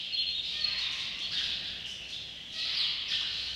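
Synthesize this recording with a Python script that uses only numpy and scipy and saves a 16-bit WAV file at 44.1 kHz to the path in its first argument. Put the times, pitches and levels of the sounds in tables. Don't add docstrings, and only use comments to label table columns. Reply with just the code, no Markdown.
import sys
import numpy as np
from scipy import signal
from scipy.fft import rfft, irfft, next_fast_len
from scipy.io import wavfile
from scipy.ndimage import map_coordinates

SR = 44100
rng = np.random.default_rng(int(sys.argv[2]) if len(sys.argv) > 2 else 0)


def waveform_to_disk(signal):
    frames = np.transpose(np.atleast_2d(signal))
    scaled = np.clip(frames, -1, 1) * 32767
    samples = np.round(scaled).astype(np.int16)
    wavfile.write(sys.argv[1], SR, samples)


N = 156555
LEAD = SR // 2
TIME = np.arange(-LEAD, N + SR) / SR


def amp(db):
    return 10 ** (np.asarray(db) / 20)


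def unit(x):
    return x / np.sqrt(np.mean(x ** 2) + 1e-20)


def along(points, hz):
    freqs, values = np.transpose(points)
    return np.interp(np.log(hz + 1), np.log(freqs + 1), values)


def fader(points):
    return amp(np.interp(TIME, *np.transpose(points)))


def wobble(size, rate_hz):
    knots = rng.standard_normal(size // 4 + 8)
    return map_coordinates(knots, [np.arange(size) * rate_hz / SR], mode='mirror')


def noise(size, colour):
    eq = amp(along(colour, np.fft.rfftfreq(size, 1 / SR)))
    return unit(irfft(rfft(rng.standard_normal(size)) * eq, size))


def note(length_s, edge=0.147):
    progress = np.linspace(0, 1, int(length_s * SR))
    return progress, np.sin(np.pi / 2 * np.clip(np.minimum(progress, 1 - progress) / edge, 0, 1))


# freq_hz, t60_s
HALL_DECAY = [(300, 0.72), (1500, 2.58), (3500, 1.352), (5000, 1.232), (6500, 0.636), (12000, 0.414)]


def place_in_hall(track, start_s, call, direct_db, echo_db):
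    hz, t, spectrum = signal.stft(rng.standard_normal(SR), SR, nperseg=256)
    decay = amp(-60 * t / along(HALL_DECAY, hz)[:, None])
    build_up = 1 - np.exp(-t / 0.0021)
    tail = signal.istft(spectrum * decay * build_up, SR, nperseg=256)[1]
    impulse = amp(echo_db) * tail / np.linalg.norm(tail)
    impulse[0] += amp(direct_db)
    part = track[LEAD + round(start_s * SR):]
    heard = signal.fftconvolve(call, impulse)[:len(part)]
    part[:len(heard)] += heard


OVERTONES_DB = [-30, -38]


def syrinx(hz, rough, flutter_hz, shimmer_db, bright_db=-8.5):
    phase = 2 * np.pi * np.cumsum(hz * (1 + rough * wobble(len(hz), flutter_hz))) / SR
    overtones = sum(amp(db + bright_db) * np.sin(k * phase) for k, db in enumerate(OVERTONES_DB, 2))
    shimmer = amp(shimmer_db * wobble(len(hz), 352.43))
    return unit((np.sin(phase) + overtones) * shimmer)


# freq_hz, gain_db
RUSH_EQ = [(25, -8), (45, -1), (90, 0), (170, 2), (300, -5.5), (500, -8.5), (700, -7), (1100, -19.5),
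           (3000, -37.5)]
HISS_EQ = [(1100, -6.5), (2200, 7.5), (6000, -1.5), (9000, -16.5), (15000, -29.5)]
# time_s, level_db
RUSH_LEVELS = [(.2, -59), (1.55, -54.5), (2.4, -57.5), (3.5, -56.5)]
HUM_LEVELS = [(0, -84.5), (.3, -58.5), (1.3, -63.5), (3.0, -66.5), (3.5, -57)]


def ventilation(hum_hz=63.5, hiss_db=-54.5):
    size = len(TIME)
    hz = hum_hz * (1 + 0.02272 * wobble(size, 4.473))
    hum = np.sin(2 * np.pi * np.cumsum(hz) / SR) * amp(1.6 * wobble(size, 6.18))
    rush = fader(RUSH_LEVELS) * noise(size, RUSH_EQ)
    hiss = amp(hiss_db) * noise(size, HISS_EQ)
    return rush + hiss + fader(HUM_LEVELS) * unit(hum)


# time_s, level_db
FLOCK_LEVELS = [(0, -38.5), (.6, -46), (1.2, -42.5), (1.7, -42.5), (2.0, -48), (2.45, -47), (2.8, -37.5),
                (3.55, -44.5)]


def flock(count=110, centre_hz=3421, spread=.16):
    twitter, out = np.zeros(len(TIME)), np.zeros(len(TIME))
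    for k, (jitter, stretch, pitch, glide) in enumerate(rng.uniform(-1, 1, (count, 4))):
        progress, env = note(.07 + 0.03124 * stretch)
        hz = centre_hz * np.exp(spread * (1.6 * pitch + glide * (progress - .5)))
        onset = int((k + 1 + jitter) / count * (N + LEAD))
        twitter[onset:][:len(env)] += env * syrinx(hz, rough=.035, flutter_hz=897.6, shimmer_db=8.0)
    place_in_hall(out, -LEAD / SR, twitter, direct_db=-2.0, echo_db=4)
    return out / np.std(out[LEAD:LEAD + N]) * fader(FLOCK_LEVELS)


# start_s, length_s, level_db
RASPS = [(0.297, 0.017, -58), (0.414, 0.253, -59.5), (0.775, 0.0425, -51), (0.901, 0.139, -52),
         (1.18, 0.064, -53), (1.327, 0.133, -53), (1.854, 0.085, -51), (2.083, 0.0744, -53.5),
         (2.515, 0.108, -53.5), (3.081, 0.164, -56), (3.306, 0.342, -57.5)]
# freq_hz, gain_db
RASP_EQ = [(3000, -57), (5000, 10.5), (5900, 9), (7000, -1), (8500, -7.5), (12000, -18), (15500, -37.5)]


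def rasps():
    out = np.zeros(len(TIME))
    for start_s, length_s, level_db in RASPS:
        _, env = note(length_s)
        hiss = unit(noise(len(env), RASP_EQ) * amp(1.9 * wobble(len(env), 200)))
        place_in_hall(out, start_s, amp(level_db) * env * hiss, direct_db=-1.5, echo_db=0.0)
    return out


# start_s, length_s, edge_pitch_hz, top_pitch_hz, level_db
SQUAWKS = [(1.298, .16, 999, 1903, -43.5), (1.599, 0.21, 1650, 1789, -54.5),
           (3.079, 0.10974, 1604, 1899, -42.5), (3.17, 0.173, 1504, 1589, -52)]


def squawks():
    out = np.zeros(len(TIME))
    for start_s, length_s, edge_hz, top_hz, level_db in SQUAWKS:
        progress, env = note(length_s, edge=0.63)
        hz = edge_hz + (top_hz - edge_hz) * np.sin(np.pi * progress)
        tone = syrinx(hz, rough=0.0999, flutter_hz=700.4, shimmer_db=5)
        place_in_hall(out, start_s, amp(level_db) * env * tone, direct_db=-1.5, echo_db=-5.5)
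    return out


# start_s, length_s, low_pitch_hz, high_pitch_hz, level_db
NASAL_CALLS = [(0.506, 0.466, 605.6, 1089, -42), (2.513, 0.413, 637.1, 1109, -43)]
# freq_hz, gain_db
NASAL_THROAT = [(600, -19), (1100, -14), (2300, -2), (3200, 1.5), (4500, -7.5), (7000, -37.5), (12000, -57)]


def nasal_calls(break_s=.17, break_width_s=.018, soft_start_db=-3, hoarseness=.125):
    out = np.zeros(len(TIME))
    for start_s, length_s, low_hz, high_hz, level_db in NASAL_CALLS:
        progress, env = note(length_s, edge=0.181)
        broken = 1 / (1 + np.exp((break_s - progress * length_s) / break_width_s))
        flutter = (0.0169 + hoarseness * broken) * wobble(len(env), 700)
        hz = (low_hz + (high_hz - low_hz) * broken) * (1 + flutter)
        phase = 2 * np.pi * np.cumsum(hz) / SR
        tone = unit(sum(amp(along(NASAL_THROAT, k * hz)) * np.sin(k * phase) for k in range(1, 11)))
        gain = amp(level_db + soft_start_db * (1 - broken))
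        place_in_hall(out, start_s, gain * env * tone, direct_db=-3, echo_db=0)
    return out


# start_s, length_s, start_pitch_hz, end_pitch_hz, level_db
SCREECHES = [(-.1, 0.213, 3626, 3621, -44.5), (0.417, 0.203, 3969, 3200, -38),
             (.62, 0.16, 2785, 2600, -41.5), (.77, 0.1115, 4618, 3383, -40),
             (0.958, 0.141, 3768, 3550, -39.5), (1.308, 0.05344, 4867, 4457, -36),
             (1.351, 0.081, 3755, 3087, -38), (1.403, 0.1624, 3685, 3502, -36.5),
             (1.624, 0.1164, 3393, 3322, -42), (2.084, 0.0827, 4670, 3766, -45),
             (2.527, 0.24, 4337, 3805, -36), (2.75, 0.214, 4333, 3460, -42),
             (3.074, 0.058, 5313, 4590, -38), (3.099, 0.0807, 3923, 3416, -32.5),
             (3.196, 0.3334, 3820, 4268, -40)]
# freq_hz, gain_db
SCREECH_THROAT = [(1700, -27.5), (2600, -4), (3400, -1.5), (5000, -4.5), (5800, -22.5), (8000, -33.5),
                  (14000, -45)]


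def screeches(breath_db=-0.5):
    out = np.zeros(len(TIME))
    for start_s, length_s, start_hz, end_hz, level_db in SCREECHES:
        progress, env = note(length_s, edge=0.304)
        hz = start_hz + (end_hz - start_hz) * progress
        tone = syrinx(hz, rough=0.08957, flutter_hz=1366.9, shimmer_db=0.0)
        breath = unit(noise(len(env), SCREECH_THROAT) * amp(2.46 * wobble(len(env), 297.46)))
        cry = unit(tone + amp(breath_db) * breath)
        place_in_hall(out, start_s, amp(level_db) * env * cry, direct_db=-1.5, echo_db=-2.0)
    return out


# start_s, length_s, start_pitch_hz, end_pitch_hz, level_db (before roll-off), rough_share
CHIRPS = [(0.166, 0.078, 3502, 2861, -34.5, 0.0625), (0.228, 0.119, 2955, 3690, -41.5, 0.0615),
          (0.343, 0.0671, 3740, 3680, -34.5, 0.0187), (0.808, 0.0754, 3790, 3630, -36, 0.0317),
          (1.197, 0.085, 3215, 3418, -39.5, 0.049), (1.219, 0.042, 4380, 4270, -42, 0.0234),
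          (1.347, .07, 3890, 2918, -35, 0.0609), (1.844, 0.0291, 3120, 2773, -41.5, 0.0533),
          (1.886, 0.06, 3000, 2957, -44, 0.04), (1.974, 0.1144, 2923, 2641, -49, 0.0514),
          (2.122, 0.064, 3467, 3500, -40.5, 0.0536), (2.124, 0.082, 4190, 4185, -56.5, 0.0134),
          (2.221, 0.21, 3507, 3111, -51.5, 0.0321), (2.366, 0.071, 1920, 2074, -60.5, 0.0234),
          (2.718, 0.1577, 5900, 2686, -32.5, 0.05194), (3.116, 0.0658, 3526, 2964, -34.5, 0.0405),
          (3.174, 0.1534, 2990, 2869, -42.5, 0.0322), (3.202, 0.0227, 1700, 835, -52.5, 0.13),
          (3.469, 0.068, 2900, 3074, -43, 0.026)]
# pitch_hz, gain_db
CHIRP_ROLLOFF = [(4800, 0.5), (5900, -26.5)]


def chirps(loud_db=-31, dulling_db_per_db=1.5):
    out = np.zeros(len(TIME))
    for start_s, length_s, start_hz, end_hz, level_db, rough in CHIRPS:
        progress, env = note(length_s)
        hz = start_hz + (end_hz - start_hz) * progress
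        bright_db = dulling_db_per_db * (level_db - loud_db)
        tone = syrinx(hz, rough, flutter_hz=692.5, shimmer_db=2.5, bright_db=bright_db)
        gain = amp(level_db + along(CHIRP_ROLLOFF, hz))
        place_in_hall(out, start_s, gain * env * tone, direct_db=0.0, echo_db=-3.5)
    return out


# time_s, level_db
WHISTLE_LEVELS = [
    [(.12, -46), (.148, -27.5), (.163, -45), (.195, -30.5), (.212, -29), (.254, -55.5), (.272, -34),
     (.36, -41.5), (.405, -54.5)],
    [(.595, -50.5), (.617, -34), (.633, -38), (.647, -22.5), (.665, -46), (.686, -26.5), (.70, -49.5),
     (.713, -38), (.735, -34.5), (.756, -56), (.768, -40), (.795, -35.5), (.803, -45.5)],
]
# rest_pitch_hz, drop_hz, waver_share
WHISTLE_TUNING = [(4200, 86, 0.0022), (4239, 286.6, 0.0063)]


def whistles(settle_s=0.02713, push_s=.052, push_width_s=.022, relaxed_db=-17.5, shimmer_db=2):
    out = np.zeros(len(TIME))
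    for envelope, (rest_hz, drop_hz, waver) in zip(WHISTLE_LEVELS, WHISTLE_TUNING):
        times_s, levels_db = np.transpose(envelope)
        start_s = times_s[0]
        t = np.arange(0, times_s[-1] - start_s, 1 / SR)
        hz = (rest_hz + drop_hz * np.exp(-t / settle_s)) * (1 + waver * wobble(len(t), 230))
        phase = 2 * np.pi * np.cumsum(hz) / SR
        gain = amp(np.interp(t + start_s, times_s, levels_db) + shimmer_db * wobble(len(t), 239))
        push = np.maximum(np.exp(-((t - push_s) / push_width_s) ** 2), amp(relaxed_db))
        tone = gain * (np.sin(phase) + amp(-47) * np.sin(2 * phase))
        sparkle = gain.mean() * amp(-42.5) * push * np.sin(3 * phase)
        call = np.sqrt(2) * (tone + sparkle) * signal.windows.tukey(len(t), .06)
        place_in_hall(out, start_s, call, direct_db=0.0, echo_db=-9.5)
    return out


def scene():
    birds = whistles() + chirps() + screeches() + nasal_calls() + squawks() + rasps() + flock()
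    mono = birds + ventilation()
    return np.tile(mono[LEAD:LEAD + N], (2, 1))


def record(dry):
    cutoff_hz = 15800
    size = next_fast_len(N + LEAD)
    passband = np.fft.rfftfreq(size, 1 / SR) < cutoff_hz
    return irfft(rfft(dry, size) * passband, size)[:, :N]


dry = scene()
out = record(dry)
waveform_to_disk(out)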